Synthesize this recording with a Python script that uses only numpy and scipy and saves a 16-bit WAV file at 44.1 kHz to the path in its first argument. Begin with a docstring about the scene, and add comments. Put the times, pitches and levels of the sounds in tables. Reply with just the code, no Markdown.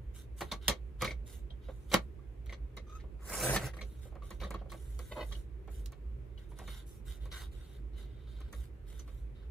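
"""A sliding paper trimmer on a craft desk, in a small room filled with a low machinery hum.
Paper slides, the plastic arm drops with a clack and, near 2 s, is pressed shut. The blade carriage
squeaks as it sticks and slips, then rasps down the rail, tearing fibres, and knocks to a stop at 3.6 s.
Just after 5 s the hinge creaks in tiny slips that ring the arm. Sheets slide and tick to the end."""
import sys
import numpy as np
from scipy import signal
from scipy.fft import rfft, irfft, next_fast_len
from scipy.io import wavfile
from scipy.ndimage import uniform_filter1d

SR = 44100
rng = np.random.default_rng(int(sys.argv[2]) if len(sys.argv) > 2 else 0)


def int16_out(signal):
    """Quantize to a 16-bit WAV file."""
    q = np.round(np.clip(np.atleast_2d(signal).T, -1, 1) * 32767)
    wavfile.write(sys.argv[1], SR, q.astype(np.int16))


N = 418950


def gain_of(db):
    """Decibels to gain."""
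    return 10 ** (np.asarray(db) / 20)


def unit_rms(x):
    """Scaled to rms 1."""
    return x / np.sqrt(np.mean(x ** 2) + 1e-20)


def curve_at(points, hz):
    """A (freq_hz, value) curve read on a log-frequency axis."""
    f, value = np.transpose(points)
    return np.interp(np.log(hz + 1), np.log(f + 1), value)


def add(mix, start_s, sound):
    """Drops a sound into the mix at start_s."""
    part = mix[..., round(start_s * SR):][..., :sound.shape[-1]]
    part += sound[..., :part.shape[-1]]


def automation(rows):
    """Breakpoints to a start time and one sample-rate lane per value column."""
    times, *values = np.transpose(rows)
    t = np.arange(times[0], times[-1], 1 / SR)
    return times[0], [np.interp(t, times, v) for v in values]


def eq(x, response):
    """x through a frequency response, brought to rms 1."""
    size = next_fast_len(len(x))
    return unit_rms(irfft(rfft(x, size) * response(np.fft.rfftfreq(size, 1 / SR)), size)[:len(x)])


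def resonances(modes, hz):
    """Causal response of (pitch_hz, width_hz, level_db) modes."""
    return sum(gain_of(db) / (1 + 2j * (hz - f) / width) for f, width, db in modes)


def drift(shape, bins, frames):
    """Random patches over a spectrogram, smoothed across bins and frames, rms 1."""
    across_bins = uniform_filter1d(rng.standard_normal(shape), size=bins, axis=0)
    return unit_rms(uniform_filter1d(across_bins, size=frames, axis=1))


def grit(count, spread_db, lumps_db, snags_db=0):
    """Fibres catching: noise of uneven grains, bunched in lumps of a few ms, with optional rare snags."""
    snags = signal.lfilter([1], [1, -.994], rng.random(count) < 9 / SR)
    lumps = unit_rms(uniform_filter1d(rng.standard_normal(count), size=300))
    grains = np.minimum(rng.exponential(1, count), 6)
    return rng.standard_normal(count) * gain_of(spread_db * grains + lumps_db * lumps + snags_db * snags)


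# How alike diffuse sound is, left and right: freq_hz, correlation
STEREO_LIKENESS = [(60, 0.97), (250, 0.65), (1000, 0.17), (4000, 0.035), (8000, 0.043), (11000, 0.96)]


def diffuse_pair(left, other, hz):
    """Blends two spectra to be as alike as diffuse sound is at the two microphone ports."""
    likeness = np.clip(curve_at(STEREO_LIKENESS, hz), -1, 1)[:, None]
    return np.array([left, likeness * left + np.sqrt(1 - likeness ** 2) * other])


# Tone of the machinery bed: freq_hz, relative_db
HUM_EQ = [(22, -47), (38, -28.5), (51, 7), (66, -11.5), (96, -25.5), (122, -14.5), (152, -28.5), (230, -31),
          (265, -33.5), (380, -28), (490, -35.5), (700, -45.5), (1900, -51.5), (2280, -51), (2700, -54.5),
          (5000, -67), (16000, -69)]


def machinery_hum(level_db=-42, drift_db=0.94):
    """A bed of noise peaking near 51 Hz, its colour gently shifting."""
    hz = np.fft.rfftfreq(4096, 1 / SR)
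    shape = (2, len(hz), N // 1024 + 6)
    noise = rng.standard_normal(shape) + 1j * rng.standard_normal(shape)
    colour = gain_of(curve_at(HUM_EQ, hz)[:, None] + drift_db * drift(shape[1:], bins=40, frames=4))
    bed = signal.istft(diffuse_pair(*noise, hz) * colour, nperseg=4096, noverlap=3072)[1]
    return gain_of(level_db) * unit_rms(bed[:, :N])


# Airy top of a slide: freq_hz, relative_db
HISS_EQ = [(2000, -23), (3500, -24), (6000, -5.5), (9000, -4), (12000, -3), (16000, -15)]
# Body of the rubbed sheet: pitch_hz, width_hz, relative_db
SHEET_MODES = [(950, 500, -8), (1520, 260, 3), (2050, 300, 1), (3100, 400, 2), (3650, 300, 5)]
# Cues for sliding paper and fingers: start_s, length_s, hiss_db, scrape_db
SLIDE_CUES = [(0.125, 0.16, -59.5, -64.5), (0.353, 0.16, -57, -64.5), (0.432, 0.21, -72, -67.5),
              (0.595, 0.22, -69.5, -59), (0.981, 0.19, -58.5, -51.5), (1.241, 0.21, -60.5, -66),
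              (1.6, 0.18, -80, -67.5), (1.675, 0.45, -76, -81.5), (1.871, 0.14, -63, -64),
              (2.473, 0.097, -67, -58.5), (2.853, 0.25, -84.5, -74), (3.711, 0.38, -72, -76.5),
              (3.997, 0.15, -64, -65.5), (4.209, 0.23, -69.5, -71), (4.386, 0.15, -66, -57),
              (4.572, 0.083, -85, -57.5), (4.678, 0.38, -66.5, -72), (4.958, 0.53, -64.5, -69),
              (5.683, 0.21, -65.5, -71), (6.354, 0.17, -77.5, -71), (6.474, 0.12, -68.5, -75),
              (6.541, 0.26, -68.5, -66), (6.653, 0.22, -61, -57.5), (6.843, 0.21, -65, -76.5),
              (7.038, 0.19, -61, -62), (7.185, 0.16, -70, -66.5), (7.296, 0.22, -56.5, -53),
              (7.492, 0.36, -72.5, -68.5), (7.947, 0.16, -67.5, -63), (7.908, 0.464, -88.5, -73.5),
              (8.247, 0.33, -79, -68.5), (8.501, 0.23, -66.5, -69), (8.847, 0.25, -68, -68.5),
              (9.041, 0.25, -75, -77), (9.328, 0.2, -92, -73)]


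def paper_slides(grip_s=0.034, release_s=0.095, slacken_db=-3):
    """Paper hisses over plastic and scrapes duller in its body; each slide grips, slackens, lets go."""
    out = np.zeros(N)
    rubs = grit(len(SLIDE_CUES) * SR // 2, spread_db=3.8, lumps_db=0.44, snags_db=3.4)
    sheet = lambda hz: resonances(SHEET_MODES, hz) * hz / (hz + 400) / (1 + (hz / 5600) ** 6)
    for (start_s, length_s, hiss_db, scrape_db), rub in zip(SLIDE_CUES, np.split(rubs, len(SLIDE_CUES))):
        hiss = gain_of(hiss_db) * eq(rub, lambda hz: gain_of(curve_at(HISS_EQ, hz)))
        scrape = gain_of(scrape_db) * eq(rub, sheet)
        t = np.arange(len(rub)) / SR
        pressure = np.clip(np.minimum(t / grip_s, (length_s - t) / release_s), 0, 1) ** 2
        add(out, start_s, (hiss + scrape) * pressure * gain_of(slacken_db * (t / length_s - .5)))
    return out


# Lowest mode of the base: pitch_hz, width_hz, relative_db
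THRUM_MODE = [(130, 43, -0.5)]
# Boxy tone of the hollow base: pitch_hz, width_hz, relative_db
BASE_MODES = [(215, 62, 2.5), (393, 80, -3.5), (546.3, 210, 3.5)]
# Clack of the struck base and arm: pitch_hz, width_hz, relative_db
CLACK_MODES = [(570.6, 240, 1), (960.5, 600, -1), (1130, 74, 1), (1827, 79, -1), (2190, 140, 2),
               (3250, 270, -7), (4100, 590, 1.5), (6000, 470, 0)]


def knock(level_db, pitch_hz, snap_db, rattle):
    """A blow and its rattle: dull thud, broad clack, the ring of the spot struck, a quick snap."""
    t = np.arange(len(rattle)) / SR
    # Lighter knocks land softer, swell more slowly and die sooner.
    blow = gain_of(24.5 + 1.25 * (level_db + 23.5))
    attack_scale = 0.8 - 0.026 * (level_db + 16.5)
    t60_s = 0.1085 + 0.000285 * (level_db + 18)

    def layer(response, arrival_s, decay_scale):
        """One band of the hit, scaled to its loudest 4 ms; low bending waves arrive later."""
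        contact = blow * np.exp(-((t - arrival_s) * SR / 2) ** 2)
        attack = -np.expm1(-t / (arrival_s * attack_scale))
        decay = gain_of(-60 * t / (t60_s * decay_scale))
        band = eq(contact + 3.2 * rattle * attack * decay, response)
        return band / np.sqrt(uniform_filter1d(band ** 2, size=176).max())

    lowpass = lambda hz, corner_hz: 1 / (1 + 1j * hz / corner_hz)
    highpass = lambda hz, corner_hz: 1 - lowpass(hz, corner_hz)
    near_modes = [(f, width, db - 40 * np.log2(f / pitch_hz) ** 2) for f, width, db in CLACK_MODES]
    spot = [(pitch_hz, 0.091 * pitch_hz, 0)]
    thud_eq = lambda hz: resonances(BASE_MODES + THRUM_MODE, hz) * lowpass(hz, 1200) ** 2
    ring_eq = lambda hz: resonances(near_modes, hz) * resonances(spot, hz) * lowpass(hz, 3 * pitch_hz) ** 2
    clack_band = lambda hz: highpass(hz, 700) * lowpass(hz, 3.05 * pitch_hz) ** 4
    clack_eq = lambda hz: (0.68 + resonances(CLACK_MODES, hz)) * clack_band(hz)
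    snap_eq = lambda hz: highpass(hz, 2600) ** 2 * lowpass(hz, 7000)

    thud_db = -2.5 - 2.5 * np.log2(pitch_hz / 1000)  # higher, stiffer spots thud less
    ring_over_clack_db = -15 - 0.79 * snap_db  # the softer the snap, the purer the ring
    ring_share = 1 / (1 + gain_of(-2 * ring_over_clack_db))
    thud = gain_of(thud_db) * layer(thud_eq, arrival_s=0.00381, decay_scale=0.99)
    ring = np.sqrt(ring_share) * layer(ring_eq, arrival_s=0.0012, decay_scale=0.3)
    clack = np.sqrt(1 - ring_share) * layer(clack_eq, arrival_s=0.0018, decay_scale=0.82)
    snap = gain_of(snap_db) * layer(snap_eq, arrival_s=0.00088, decay_scale=0.15)
    return gain_of(level_db) * (thud + ring + clack + snap)


# Hit list: start_s, level_db, pitch_hz, snap_relative_db
KNOCK_CUES = [(0.407, -37.5, 1420, -5), (0.414, -36, 790, -9), (0.514, -35, 3500, -14),
              (0.521, -39, 910, -0.5), (0.681, -26, 4740, 8), (0.684, -33, 590, -10), (0.696, -39, 586, 7),
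              (0.711, -38, 2080, -14.5), (1.01, -39.5, 2100, -11), (1.02, -29.5, 1210, -3),
              (1.045, -32, 2170, -6), (1.076, -34.5, 2180, -32), (1.106, -38.5, 2100, -26.5),
              (1.503, -53, 3160, -43.5), (1.685, -48, 536, -23), (1.915, -38, 2350, -5),
              (1.926, -36, 1980, -4), (1.934, -27, 2100, -7), (1.94, -24.5, 2250, 3), (1.942, -21, 930, -3),
              (2.189, -65, 1215, -41), (2.46, -58, 2200, 2.5), (2.493, -46.5, 2030, -28),
              (2.523, -45, 1920, -13), (2.767, -44, 2100, -6.5), (2.998, -58.5, 1970, -19),
              (3.037, -59.5, 578, -20), (3.561, -28, 1770, -12), (3.734, -50, 1610, -16),
              (3.767, -49.5, 1240, -8), (3.787, -48, 1940, -37), (3.81, -43, 2200, -12.5),
              (4.053, -57.5, 570, -21), (4.121, -56.5, 570, -23), (4.153, -53, 560, -17),
              (4.219, -51.5, 1150, -28), (4.305, -47, 1100, -2), (4.4, -49.5, 2800, -9),
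              (4.414, -43, 945, -12), (4.43, -43, 1180, -31), (4.434, -48.5, 3800, -25),
              (4.445, -47, 1820, -28), (4.461, -50.5, 555, -28), (4.506, -42.5, 1000, -3),
              (4.541, -39.5, 1095, -15), (4.612, -50.5, 548, -30), (4.656, -58, 550, -26),
              (4.697, -54.5, 3550, -7), (4.718, -46.5, 1160, -0.5), (4.737, -53, 550, -8),
              (4.99, -48.5, 960, 1), (5.311, -54.5, 1100, -4), (5.32, -45, 3370, -14),
              (5.35, -49.5, 2960, -30), (5.676, -54, 773, -13), (5.858, -60.5, 5900, 14),
              (5.92, -55, 1256, -2), (6.376, -57.5, 2880, -28), (6.514, -57, 926, -13),
              (6.588, -51, 980, 1), (6.615, -49, 780, -33), (6.675, -48.5, 1440, -7), (7.254, -54, 940, -4),
              (7.315, -49, 3430, -11.5), (8.404, -55, 1320, -4.5), (8.527, -49, 1410, -1),
              (8.992, -50.5, 6300, -21), (9.076, -57, 1280, -10)]


def knocks():
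    """Arm, carriage and paper edges knock and tick, each with its own rattle and a faded tail."""
    out, fade = np.zeros(N), np.hanning(12288)[6144:]
    rattles = grit(len(KNOCK_CUES) * len(fade), spread_db=3.6, lumps_db=0.8).reshape(-1, len(fade))
    for (start_s, level_db, pitch_hz, snap_db), rattle in zip(KNOCK_CUES, rattles):
        add(out, start_s, knock(level_db, pitch_hz, snap_db, rattle) * fade)
    return out


# Timbre of the squeak: harmonic_number, relative_db
SQUEAK_HARMONICS = [(1, 5), (2, -12), (3, -15), (4, -17.5), (5, -7.5), (6, -18), (7, -22), (10, -20)]
# Squeak automation, one slip per cycle: time_s, pitch_hz, level_db
SQUEAK_MOVES = [(2.862, 1200, -72), (2.903, 1235, -57), (2.92, 1240, -62), (2.934, 1278, -56),
                (2.947, 1275, -60), (2.961, 1280, -51), (2.992, 1275, -68)]


def carriage_squeak(waver_depth=0.02, flutter_db=3.1):
    """The carriage slips at a wavering rate and uneven strength: a stack of fuzzy harmonics."""
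    start_s, (pitch_hz, level_db) = automation(SQUEAK_MOVES)
    count = len(pitch_hz)
    waver, flutter = (unit_rms(uniform_filter1d(v, size=120)) for v in rng.standard_normal((2, count)))
    cycles = np.cumsum(pitch_hz * (1 + waver_depth * waver)) / SR
    stack = sum(gain_of(db) * np.cos(2 * np.pi * k * cycles) for k, db in SQUEAK_HARMONICS)
    envelope = gain_of(level_db + flutter_db * flutter) * signal.windows.tukey(count, .15)
    out = np.zeros(N)
    add(out, start_s, envelope * unit_rms(stack))
    return out


# Bright tearing of fibres: freq_hz, relative_db
RASP_EQ = [(1500, -34), (3000, -9), (4500, -0.5), (6500, 3), (10000, 3.5), (16000, -3.5)]
# Ring of the rail at mid-stroke: pitch_hz, width_hz, relative_db
RAIL_MODES = [(1300, 390, 12), (1680, 300, 13), (2300, 500, 10.5)]
# The blade bites, holds, then coasts past the paper edge: time_s, rasp_db
STROKE_MOVES = [(3.19, -91), (3.208, -76), (3.274, -49.5), (3.392, -38), (3.554, -36), (3.562, -32.5),
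                (3.58, -53), (3.674, -49), (3.715, -78)]


def blade_stroke(mid_stroke_s=3.47, reference_db=-37.5, rail_climb_per_s=0.85):
    """The blade tears fibres; the carriage shakes the rail and the hollow base."""
    start_s, (rasp_db,) = automation(STROKE_MOVES)
    from_mid_s = start_s + np.arange(len(rasp_db)) / SR - mid_stroke_s

    def fader(db, follow, swell_db_per_s):
        """A body layer follows a share of the rasp's dB moves and swells along the rail."""
        return gain_of(db + follow * (rasp_db - reference_db) + swell_db_per_s * from_mid_s)

    tear = grit(len(rasp_db), spread_db=3.2, lumps_db=1.6)
    judder = grit(len(rasp_db), spread_db=3.25, lumps_db=1.7)
    rasp = gain_of(rasp_db) * eq(tear, lambda hz: gain_of(curve_at(RASP_EQ, hz)))
    thrum = fader(-42, 1.02, 71) * eq(judder, lambda hz: resonances(THRUM_MODE, hz) ** 2)
    base = fader(-38.5, 0.94, 22) * eq(judder, lambda hz: resonances(BASE_MODES, hz))
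    ring = eq(np.tile(judder, reps=2), lambda hz: resonances(RAIL_MODES, hz))
    playhead = np.cumsum(1 + rail_climb_per_s * from_mid_s)  # the free rail shortens, so its modes climb
    rail = fader(-42.5, 0.57, 3.9) * np.interp(playhead, np.arange(len(ring)), ring)
    out = np.zeros(N)
    add(out, start_s, rasp + thrum + base + rail)
    return out


# Body of the creaking arm: pitch_hz, relative_db
ARM_LOW_MODES = [(530, 7), (600, 10), (868, 2), (975, 3.5), (1105, -3)]
# Edge of the creaking arm: pitch_hz, relative_db
ARM_HIGH_MODES = [(1485, -10.5), (2005, -2), (2525, -1.5), (2965, -8), (3670, -5), (4250, -4.5)]
# Creak automation: time_s, low_modes_db, high_modes_db
CREAK_MOVES = [(5.108, -70, -72), (5.122, -42.5, -42), (5.148, -68, -71), (5.166, -38.5, -58),
               (5.195, -41.5, -58), (5.212, -41, -47.5), (5.236, -47.5, -55), (5.256, -70, -79)]


def hinge_creak(slips_per_s=2600, width_hz=45):
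    """Irregular slips of the hinge ring the fixed modes of the arm."""
    start_s, lanes = automation(CREAK_MOVES)
    count = len(lanes[0])
    slips = (rng.random(count) < slips_per_s / SR) * rng.standard_normal(count)
    out = np.zeros(N)
    for level_db, modes in zip(lanes, (ARM_LOW_MODES, ARM_HIGH_MODES)):
        peaks = [(f, width_hz, db) for f, db in modes]
        ring = eq(slips, lambda hz: resonances(peaks, hz) / (1 + (hz / 4800) ** 4))
        add(out, start_s, gain_of(level_db) * ring)
    return out


def shifting_contact(x, depth_db):
    """Contact shifts as it slides: patches of the spectrum swell and sink."""
    spectra = signal.stft(x, nperseg=256)[2]
    patches = gain_of(depth_db * drift(spectra.shape, bins=4, frames=14))
    return signal.istft(spectra * patches, nperseg=256)[1][:N]


def desk_scatter(x, depth):
    """Hands and desk scatter close sound, so its phase drifts apart left and right."""
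    hz, _, spectra = signal.stft(x, SR, nperseg=256, noverlap=192)
    unlikeness = np.sqrt(1 - np.clip(curve_at(STEREO_LIKENESS, hz), -1, 1) ** 2)
    treble = hz ** 2 / (hz ** 2 + 2600 ** 2)  # long waves pass round the hands
    apart_rad = depth * (unlikeness * treble)[:, None] * drift(spectra.shape, bins=5, frames=60)
    pair = [spectra * np.exp(.5j * apart_rad), spectra * np.exp(-.5j * apart_rad)]
    return signal.istft(pair, nperseg=256, noverlap=192)[1][:, :N]


# Decay of the room tail, dying quicker in the treble: freq_hz, t60_s
ROOM_DECAY = [(200, .16), (1000, .13), (4000, .11), (12000, .08)]


def room_reverb(x):
    """Sparse reflections of random sign, each band dying at its own speed."""
    taps = np.zeros((2, SR // 2))
    arrivals = np.arange(100, SR // 2 - 20, 20) + rng.integers(0, 20, (2, (SR // 2 - 101) // 20))
    np.put_along_axis(taps, arrivals, rng.choice([-1., 1.], arrivals.shape), 1)
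    hz, t, spectra = signal.stft(taps, SR, nperseg=256)
    decay = gain_of(-60 * t / curve_at(ROOM_DECAY, hz)[:, None])
    tail = signal.istft(diffuse_pair(*spectra, hz) * decay, SR, nperseg=256)[1]
    return signal.oaconvolve(x[None], tail / np.linalg.norm(tail[0]), axes=1)[:, :N]


def scene():
    """The hum bed, the close desk sounds spread in stereo, and their room tail."""
    paper = shifting_contact(paper_slides(), depth_db=1.9)
    cut = shifting_contact(blade_stroke(), depth_db=2.2)
    desk = paper + knocks() + carriage_squeak() + cut + hinge_creak()
    return machinery_hum() + desk_scatter(desk, depth=2.45) + gain_of(-8.0) * room_reverb(desk)


# Balance of the microphone ports: freq_hz, left_over_right_db
PORT_BALANCE = [(60, -3.5), (130, 0.5), (290, -3.5), (640, -3), (1410, 2), (3100, 0.5), (6820, -3),
                (15000, 0)]
# Treble phase between the ports: freq_hz, left_lead_rad
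PORT_PHASE = [(7900, 0), (8300, -.8), (8950, -4.3), (11750, -9.4), (14950, -15.7), (16000, -16.3)]


def record(dry):
    """Two microphone ports in one housing differ in level and treble phase; lows and top are cut."""
    padded = np.pad(dry, ((0, 0), (4096, 4096)), "reflect")
    size = next_fast_len(padded.shape[1])
    hz, side = np.fft.rfftfreq(size, 1 / SR), np.array([[.5], [-.5]])
    ports = gain_of(side * curve_at(PORT_BALANCE, hz)) * np.exp(1j * side * curve_at(PORT_PHASE, hz))
    low_cut = 1 / (1 + (41 / (hz + 1)) ** 6)
    high_cut = np.clip((15800 - hz) / 150, 0, 1) ** 2
    return irfft(rfft(padded, size) * ports * low_cut * high_cut, size)[:, 4096:4096 + N]


dry = scene()
out = record(dry)
int16_out(out)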